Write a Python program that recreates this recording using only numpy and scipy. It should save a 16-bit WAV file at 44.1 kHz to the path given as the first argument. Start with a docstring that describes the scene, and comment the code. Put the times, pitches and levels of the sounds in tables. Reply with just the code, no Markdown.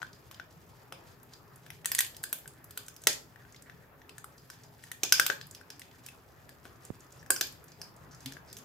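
"""A dog cracks a hard bone between its back teeth, close to a small stereo microphone in a small tiled room.
Each crack is a short burst of fractures that rings the bone and the hollow of the mouth; the jaw knocks
under hard bites. Spit clicks, smacks and squelches in between; late on come a dull thump and a low grunt.
The tiles answer with near echoes and a short bright tail, over a distant low hum and a faint hiss."""
import sys
import numpy as np
from scipy import signal
from scipy.fft import rfft, irfft
from scipy.io import wavfile
from scipy.ndimage import uniform_filter1d

SR = 44100
rng = np.random.default_rng(int(sys.argv[2]) if len(sys.argv) > 2 else 0)


def transcribe(u):
    """Save the signal u as a 16-bit wav file named by the first command-line argument.

    u: samples, shape (n,) or (channels, n), limited to [-1, 1]; the rate is SR.
    q: integer samples, one column per channel.
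    """
    v = np.clip(np.atleast_2d(u).T, -1, 1)
    q = np.round(v * 32767).astype(np.int16)
    wavfile.write(sys.argv[1], SR, q)


N = 381024

# cracks, levels relative: t/s, bone level/dB, bright splinter level/dB, mouth hollow level/dB,
# hollow f/Hz, f/Hz of the piece that breaks off
CRACKS = [(0.018, -46, -67, -39, 1480, 4200), (0.0288, -50, -48, -35.5, 1510, 4200),
          (0.312, -45.5, -43, -47.5, 1080, 3070), (0.398, -49, -70, -40.5, 1490, 2800),
          (0.9234, -40.5, -43.5, -46, 1290, 2940), (1.6638, -53, -52, -53.5, 1710, 2900),
          (1.703, -44, -44, -45, 2020, 2700), (1.846, -43, -44, -49, 1910, 3000),
          (1.8571, -27.5, -23, -33, 1830, 7600), (1.917, -27.5, -25.5, -33.5, 1850, 10900),
          (1.949, -28.5, -22.5, -41, 1960, 8400), (1.984, -27.5, -34, -49, 1650, 3430),
          (1.9891, -24, -18, -29.5, 1900, 9300), (2.0059, -22.5, -19.5, -33, 1970, 10800),
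          (2.166, -43.5, -37.5, -64, 2030, 5300), (2.238, -38, -25.5, -40, 1640, 4200),
          (2.3278, -30.5, -25.5, -44.5, 1560, 12500), (2.4576, -60, -59, -50, 1540, 2700),
          (2.4767, -45.5, -39.5, -70, 1610, 8100), (2.708, -47, -42.5, -59, 1270, 14000),
          (2.7742, -35, -27.5, -42, 1440, 3220), (2.8826, -42.5, -38.5, -55.5, 1500, 6950),
          (2.9633, -46.5, -44.5, -76, 1210, 5640), (3.037, -48, -41, -62, 1540, 6300),
          (3.0702, -15, -13.5, -23, 1913, 5830), (3.3594, -66, -60, -51.5, 1760, 4950),
          (3.45, -68, -70, -58.5, 1560, 3170), (3.5453, -55, -62, -58, 2090, 5100),
          (3.6972, -53, -62, -49.5, 1800, 2700), (4.0168, -59, -87.5, -59, 1830, 2700),
          (4.0933, -47, -49.5, -54.5, 2640, 3480), (4.181, -47.5, -42, -48, 1730, 7000),
          (4.2428, -52, -43.5, -45, 1280, 10040), (4.5007, -44, -43, -46.5, 1530, 5650),
          (4.8381, -54, -47.5, -46.5, 1840, 8200), (4.9155, -39.5, -34, -40.5, 1830, 2700),
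          (5.0332, -20.5, -22.5, -38, 2500, 6330), (5.1228, -12, -10.5, -24, 1520, 5300),
          (5.1971, -19, -15.5, -18.5, 1590, 5460), (5.264, -22.5, -19, -36.5, 1520, 3430),
          (5.3001, -32, -42, -25, 1593, 2700), (5.412, -40, -50, -51, 1720, 4050),
          (5.5482, -42, -43, -79, 1660, 4800), (5.6121, -64, -56, -53.5, 1580, 5000),
          (5.702, -40, -43.5, -53, 1700, 6200), (5.7948, -48.5, -39.5, -60, 1730, 5300),
          (5.817, -42.5, -48, -52.5, 1990, 3170), (6.0627, -45.5, -37, -62, 1690, 5860),
          (6.0864, -50, -47, -46.5, 2610, 2970), (6.4919, -53, -46, -53, 1694, 4900),
          (6.653, -54.5, -51.5, -52.5, 1570, 2700), (7.228, -68, -55, -55, 1750, 6200),
          (7.2618, -55, -53, -57, 1680, 5500), (7.3043, -23, -13, -22.5, 1593, 8300),
          (7.3618, -32.5, -46, -40, 1460, 5600), (7.4104, -20, -19.5, -34, 1700, 4800),
          (7.8155, -40, -41.5, -55, 1680, 5300), (8.2591, -34.5, -34, -56, 2170, 3360),
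          (8.322, -46, -45, -53, 1740, 5800), (8.3684, -64, -58, -48.5, 1650, 2700),
          (8.528, -45.5, -39.5, -60, 1820, 5250), (8.5676, -43.5, -43, -66, 1630, 5840)]
# edges of half-octave bands: f/Hz
BAND_EDGES = 30 * 2 ** np.arange(0, 9.6, .5)


def from_db(db):
    """Gain of a level in dB."""
    return 10 ** (np.asarray(db) / 20)


def unit_rms(x):
    """The signal scaled to rms 1."""
    return x / np.sqrt(np.mean(x ** 2) + 1e-20)


def in_time(rows):
    """Each column after t/s, interpolated sample by sample."""
    times, *columns = np.transpose(rows)
    return [np.interp(np.arange(N) / SR, times, column) for column in columns]


def at_hz(points, hz):
    """A curve read on a log frequency axis."""
    freqs, values = np.transpose(points)
    return np.interp(np.log(hz), np.log(freqs), values)


def band(x, low, high):
    """Band-pass from low to high Hz."""
    return signal.sosfilt(signal.butter(2, [low, high], "band", fs=SR, output="sos"), x)


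def resonate(x, hz, width_hz):
    """A resonance with gain 1 at its peak."""
    r = np.exp(-np.pi * width_hz / SR)
    poles = [1, -2 * r * np.cos(2 * np.pi * hz / SR), r * r]
    return signal.lfilter([(1 - r * r) / 2, 0, (r * r - 1) / 2], poles, x + 1e-18)


def drift(rate_hz):
    """A slow random wander with spread 1, drawn every 40 samples."""
    r = np.exp(-80 * np.pi * rate_hz / SR)
    slow = signal.lfilter([1], [1, -2 * r, r * r], rng.standard_normal(N // 40 + 2002))[2000:]
    return np.interp(np.arange(N) / 40, np.arange(len(slow)), unit_rms(slow))


def add(track, s, sound):
    """Mixes a sound in at s seconds."""
    i = round(s * SR)
    track[i:i + len(sound)] += sound[:N - i]


def banded_noise(spectrum, flicker_db):
    """Half-octave bands of stereo noise, each with its own level and flicker; rms 1."""
    # the channels are most alike in the bass: f/Hz, left-right correlation
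    likeness = [(40, 0.87), (300, 0.78), (1000, 0.25), (3000, 0.091), (16000, 0.05)]
    out, white = 0, rng.standard_normal((2, 2, N))
    for k, (low, high) in enumerate(zip(BAND_EDGES, np.minimum(BAND_EDGES[1:], .45 * SR))):
        mid, side = band(white[k % 2], low, high)
        hz = np.sqrt(low * high)
        alike = at_hz(likeness, hz)
        gain = from_db(at_hz(spectrum, hz) + flicker_db * drift(8.9))
        out = out + gain * (np.sqrt(1 + alike) * mid + np.sqrt(1 - alike) * side * [[1], [-1]])
    return unit_rms(out)


def hum():
    """Low room tone with the wavering lines of a distant appliance, a little to the left."""
    # room tone spectrum: f/Hz, relative density/dB
    spectrum = [(18, -43), (30, -13.5), (99, -1.5), (128, 2.5), (211, -13.5), (248, 1), (296, -12),
                (416, -10), (478, -11.5), (1400, -14), (1610, -17), (2210, -24.5), (3500, -37.5),
                (4550, -64), (7700, -120)]
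    # its slow rise and fall: t/s, level/dB
    levels = [(0.0, -57), (5.4, -58.5), (8.64, -54.5)]
    # motor lines: f/Hz, level/dB
    lines = [(128, -69), (256, -74.5), (413, -75.5)]
    level_db, = in_time(levels)
    tone = from_db(level_db) * banded_noise(spectrum, flicker_db=2.5)
    motor = sum(from_db(db) * unit_rms(resonate(rng.standard_normal(N), hz, 2.6)) for hz, db in lines)
    return (tone + motor) * from_db([[.8], [-.8]])


def hiss():
    """A faint, wide, nearly steady hiss."""
    # hiss spectrum: f/Hz, relative density/dB
    spectrum = [(880, -37.5), (1500, -9), (2240, -9.5), (3250, -12.5), (4270, -15), (7980, -15),
                (9420, -31.5), (11600, -0.5), (15500, -19)]
    return from_db(-69.5) * banded_noise(spectrum, flicker_db=.6)


def chewing():
    """Gain of the wet clicks: steady chewing plus the splinters that crunch on after each crack."""
    # chewing effort: t/s, click level/dB
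    effort = [(0.0, -69), (1.3, -69.5), (2.2, -67), (2.75, -72.5), (3.6, -72.5), (3.95, -77.5),
              (4.3, -70.5), (4.9, -65.5), (5.75, -72), (6.0, -64.5), (6.3, -73), (6.75, -67), (8.64, -69.5)]
    crumble_db, crumble_t60_s = -24.5, .1
    chew_db, = in_time(effort)
    starts = np.zeros(N)
    for s, bone_db, *_ in CRACKS:
        starts[round(s * SR)] = from_db(bone_db + crumble_db)
    crumbling = signal.lfilter([1], [1, -from_db(-60 / (crumble_t60_s * SR))], starts)
    return from_db(chew_db) + crumbling


def wet_clicks(gain):
    """Spit and grit click in clumps, each ringing a few cycles; the lowest also ring the resting mouth."""
    sizes = from_db(4.5 * np.minimum(rng.exponential(1, N), 4)) * rng.choice([-1, 1], N)
    clicks = sizes * (rng.random(N) < 1500 * from_db(8 * drift(15)) / SR)
    pitches, pitch_index = np.geomspace(1800, 13000, 10), rng.integers(0, 10, N)
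    rings = sum(resonate(clicks * (pitch_index == k), hz, .39 * hz) * from_db(-3 * abs(np.log2(hz / 5000)))
                for k, hz in enumerate(pitches))
    hollow = from_db(4.5) * resonate(clicks * (pitch_index == 0), hz=1700, width_hz=250)
    return gain * unit_rms(rings + hollow)


def fracture(noise, grit, t60_s, rise_s=.0016):
    """A break spreads fast and dies in uneven snaps; it pushes evenly at all pitches, with energy 1."""
    t = np.arange(len(noise)) / SR
    burst = noise * from_db(4.4 * grit) * (1 - np.exp(-t / rise_s)) * from_db(-60 * t / t60_s)
    spectrum = rfft(burst)
    smooth_power = uniform_filter1d(np.abs(spectrum) ** 2, size=40)
    even = irfft(spectrum / np.sqrt(smooth_power), len(t))
    return even / np.sqrt(np.sum(even ** 2))


def struck(hz, t60_s, rise_s, sag_per_s=0):
    """A dying sine with a soft start, peak 1; its pitch can sag as the contact softens."""
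    t = np.arange(round(.12 * SR)) / SR
    phase = 2 * np.pi * np.cumsum(hz / (1 + sag_per_s * t)) / SR
    ring = np.cos(phase) * from_db(-60 * t / t60_s) * (1 - np.exp(-t / rise_s))
    return ring / np.abs(ring).max()


def cracks():
    """Fractures ring bone and mouth: gives bone on axis, smoother bone all round, and the mouth hollow."""
    # bone modes: f/Hz, width/Hz before the jaws damp them, relative level/dB
    modes = [(2700, 367, -3.5), (4200, 740, -0.5), (5300, 400, 2.5), (6000, 710, 2), (8400, 650, -0.6),
             (11640, 2000, 1.5), (12500, 1600, 1.5), (15000, 980, -6)]
    bright_from_hz, piece_db, piece_width_oct = 7000, 6, .33
    bursts = rng.standard_normal((len(CRACKS), 2, round(.06 * SR)))
    scatters_db = rng.normal(0, 1.5, (len(CRACKS), len(modes)))
    drives, hollow = np.zeros((len(modes), 2, N)), np.zeros(N)
    for crack, (noise, grit), scatter_db in zip(CRACKS, bursts, scatters_db):
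        s, bone_db, bright_db, hollow_db, hollow_hz, piece_hz = crack
        burst = fracture(noise, grit, t60_s=.009, rise_s=.0006)
        for k, (hz, _, mode_db) in enumerate(modes):
            # modes near the pitch of the breaking piece are driven harder
            boost_db = piece_db * np.exp(-(np.log2(hz / piece_hz) / piece_width_oct) ** 2)
            level_db = bright_db if hz > bright_from_hz else bone_db
            gain = from_db(level_db + mode_db + boost_db + scatter_db[k])
            add(drives[k, 0], s, burst * gain)
            drives[k, 1, round(s * SR)] += gain
        # the first push rings the hollow cleanly, the later snaps roughen it
        add(hollow, s, from_db(hollow_db + 6.5) * struck(hollow_hz, t60_s=.017, rise_s=.00013))
        add(hollow, s, from_db(hollow_db + 31.5) * resonate(burst, hollow_hz, width_hz=350))
    # damp bone held in the jaws rings only briefly
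    rings = sum(resonate(drives[k], hz, max(width, 1400)) * (-1) ** k
                for k, (hz, width, _) in enumerate(modes))
    on_axis, all_round = from_db(26.5) * rings
    return on_axis, all_round, hollow


def echoes(x):
    """Near tiles and wall throw the sound back from alternate sides."""
    # reflections: t/s, left level/dB, right level/dB
    reflections = [(.0013, -12, -12.5), (.0029, -13.5, -8.5), (.0052, -11.5, -8.5), (.0141, -18.5, -19)]
    response = np.zeros((2, round(.02 * SR)))
    for k, (s, left_db, right_db) in enumerate(reflections):
        response[0, round(s * SR)] = from_db(left_db)
        response[1, round(s * SR) + 7 * (-1) ** k] = from_db(right_db)
    return signal.oaconvolve(x[None], response, axes=1)[:, :N]


def room_tail(x, tail_db):
    """The tiled room's diffuse tail builds up and dies band by band, its own in each channel."""
    # reverberation time: f/Hz, T60/s
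    decay = [(200, 0.42), (1400, 0.27), (4000, 0.28), (10000, 0.26), (16000, 0.44)]
    # colour of the tail: f/Hz, relative level/dB
    colour = [(200, 5.2), (1400, 7.5), (4000, 5), (10000, -1.5), (16000, -10)]
    t = np.arange(round(.5 * SR)) / SR
    white = rng.standard_normal((2, len(t)))
    tail = sum(band(white, low, high) * from_db(at_hz(colour, low) - 60 * t / at_hz(decay, low))
               for low, high in zip(BAND_EDGES[4:], np.minimum(BAND_EDGES[5:], .45 * SR)))
    build_up = 1 - np.exp(-t / .007)
    return signal.fftconvolve(x[None], from_db(tail_db) * tail * build_up, axes=1)[:, :N]


def smacks():
    """A film of spit on tongue and lips tears in a few milliseconds of broad fizz."""
    # tearing films: t/s, relative level/dB, resonance f/Hz
    tears = [(0.0666, -39, 2800), (0.1298, -41, 4500), (0.344, -34.5, 3030), (1.2301, -46.5, 13300),
             (1.3346, -36.5, 4180), (1.5588, -45.5, 10300), (2.146, -36, 2880), (2.231, -35, 12000),
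             (2.292, -44, 12000), (2.642, -41.5, 12500), (2.863, -44, 7900), (3.018, -43, 8350),
             (3.5234, -46, 6670), (3.5612, -38.5, 3560), (3.6216, -43, 8400), (4.38, -44.5, 4780),
             (4.6346, -43.5, 5430), (5.468, -44, 11700), (5.5104, -37, 7900), (5.912, -41, 2760),
             (6.8506, -38.5, 8430), (7.005, -46, 6800), (7.1227, -44, 6900), (7.524, -44.5, 11000),
             (7.6403, -46, 11960), (7.682, -47.5, 6140), (7.7184, -43, 4870), (7.8394, -50, 6020),
             (7.9637, -48.5, 8100), (8.1467, -43, 5700), (8.205, -44.5, 6030), (8.3344, -41.5, 5650),
             (8.5857, -42.5, 6770)]
    out, bursts = np.zeros(N), rng.standard_normal((len(tears), 2, round(.06 * SR)))
    for (s, level_db, hz), (noise, grit) in zip(tears, bursts):
        add(out, s, from_db(level_db + 24) * resonate(fracture(noise, grit, t60_s=.011), hz, .36 * hz))
    return band(out, 4600, 20000)


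def jaw_knocks():
    """The jaw takes the blow of a hard bite: a low push with a rough, broad thud on top."""
    # blows: t/s, relative level/dB, starting f/Hz
    blows = [(0.921, -40.5, 520), (2.326, -42.5, 246), (3.069, -25, 437), (5.032, -31.5, 330),
             (5.194, -37, 535), (5.297, -28, 534), (6.653, -42, 248), (7.302, -30.5, 421),
             (7.41, -35.5, 436)]
    out, bursts = np.zeros(N), rng.standard_normal((len(blows), 2, round(.06 * SR)))
    for (s, level_db, hz), (noise, grit) in zip(blows, bursts):
        push = struck(hz, t60_s=.011, rise_s=.0021, sag_per_s=27)
        thud = resonate(fracture(noise, grit, t60_s=.074), hz=410, width_hz=590)
        add(out, s, from_db(level_db) * push)
        add(out, s, from_db(level_db + 31) * thud)
    return band(out, 250, 2400)


def squelches():
    """Tiny bubbles burst in a pocket of spit between tongue and teeth, swelling and fading."""
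    # runs of bubbles: t/s, length/s, level/dB, centre f/Hz
    runs = [(2.551, 0.084, -67, 1700), (3.373, 0.069, -66.5, 1730), (3.659, 0.027, -61, 1810),
            (7.19, 0.037, -65, 5800), (8.109, 0.029, -57.5, 5800), (8.469, 0.064, -61, 5150),
            (8.571, .02, -51, 11500)]
    out, bursts = np.zeros(N), rng.standard_normal((len(runs), 2, round(.15 * SR)))
    for (s, length, level_db, hz), (noise, grit) in zip(runs, bursts):
        bubbling = unit_rms(resonate(noise * (grit > 2), hz, width_hz=.15 * hz))
        swell = np.sin(np.pi * np.clip(np.arange(len(noise)) / SR / length, 0, 1))
        add(out, s, from_db(level_db) * bubbling * np.sqrt(np.abs(swell)))
    return out


def thump():
    """A dull push through the floor close by, falling fast in pitch."""
    # blow: t/s, level/dB, starting f/Hz
    blows = [(6.9032, -36, 261)]
    out = np.zeros(N)
    for s, level_db, hz in blows:
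        add(out, s, from_db(level_db) * struck(hz, t60_s=.018, rise_s=.0004, sag_per_s=170))
    return out


def grunt():
    """Two soft partials from a closed throat."""
    # course of the voice: t/s, f/Hz, level/dB
    contour = [(8.21, 133, -87), (8.264, 131, -43.5), (8.4, 148, -76)]
    pitch, level_db = in_time(contour)
    t, phase = np.arange(N) / SR, 2 * np.pi * np.cumsum(pitch) / SR
    sounding = (t > contour[0][0]) & (t < contour[-1][0])
    partials = np.sin(phase) + from_db(1.5) * np.sin(2 * phase)
    return sounding * from_db(level_db + 2 * drift(42)) * partials


def mic_pair(x, left_db, lag):
    """The left capsule hears a source left_db louder and lag samples sooner than the right."""
    delayed = np.interp(np.arange(N) - lag, np.arange(N), x)
    return np.array([x * from_db(left_db / 2), delayed * from_db(-left_db / 2)])


def scene():
    """The dog close to the microphone, the thump off to the right, the tiled room all around."""
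    bone, bone_all_round, hollow = cracks()
    spit = smacks() + squelches() + wet_clicks(chewing())
    jaw = jaw_knocks()
    direct = mic_pair(jaw + grunt(), left_db=2.5, lag=1.3)
    direct += mic_pair(bone + spit, left_db=-1.5, lag=1)
    direct += mic_pair(hollow, left_db=10.5, lag=3)
    direct += mic_pair(thump(), left_db=-24.5, lag=0)
    mouth = spit + from_db(-6) * hollow + from_db(-5) * jaw
    reflected = echoes(bone + mouth) + room_tail(bone_all_round + mouth, tail_db=-27)
    return direct + reflected + hum() + hiss()


def record(dry):
    """The small microphone loses the deepest bass and dips in the treble; peaks clip, the top is cut."""
    thin = signal.sosfilt(signal.butter(3, 42, "high", fs=SR, output="sos"), dry)
    dipped = thin - .47 * resonate(thin, hz=9400, width_hz=2000)
    clipped = np.clip(dipped, -.93, .93)
    return signal.sosfilt(signal.cheby2(14, 80, 16900, fs=SR, output="sos"), clipped)


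dry = scene()
out = record(dry)
transcribe(out)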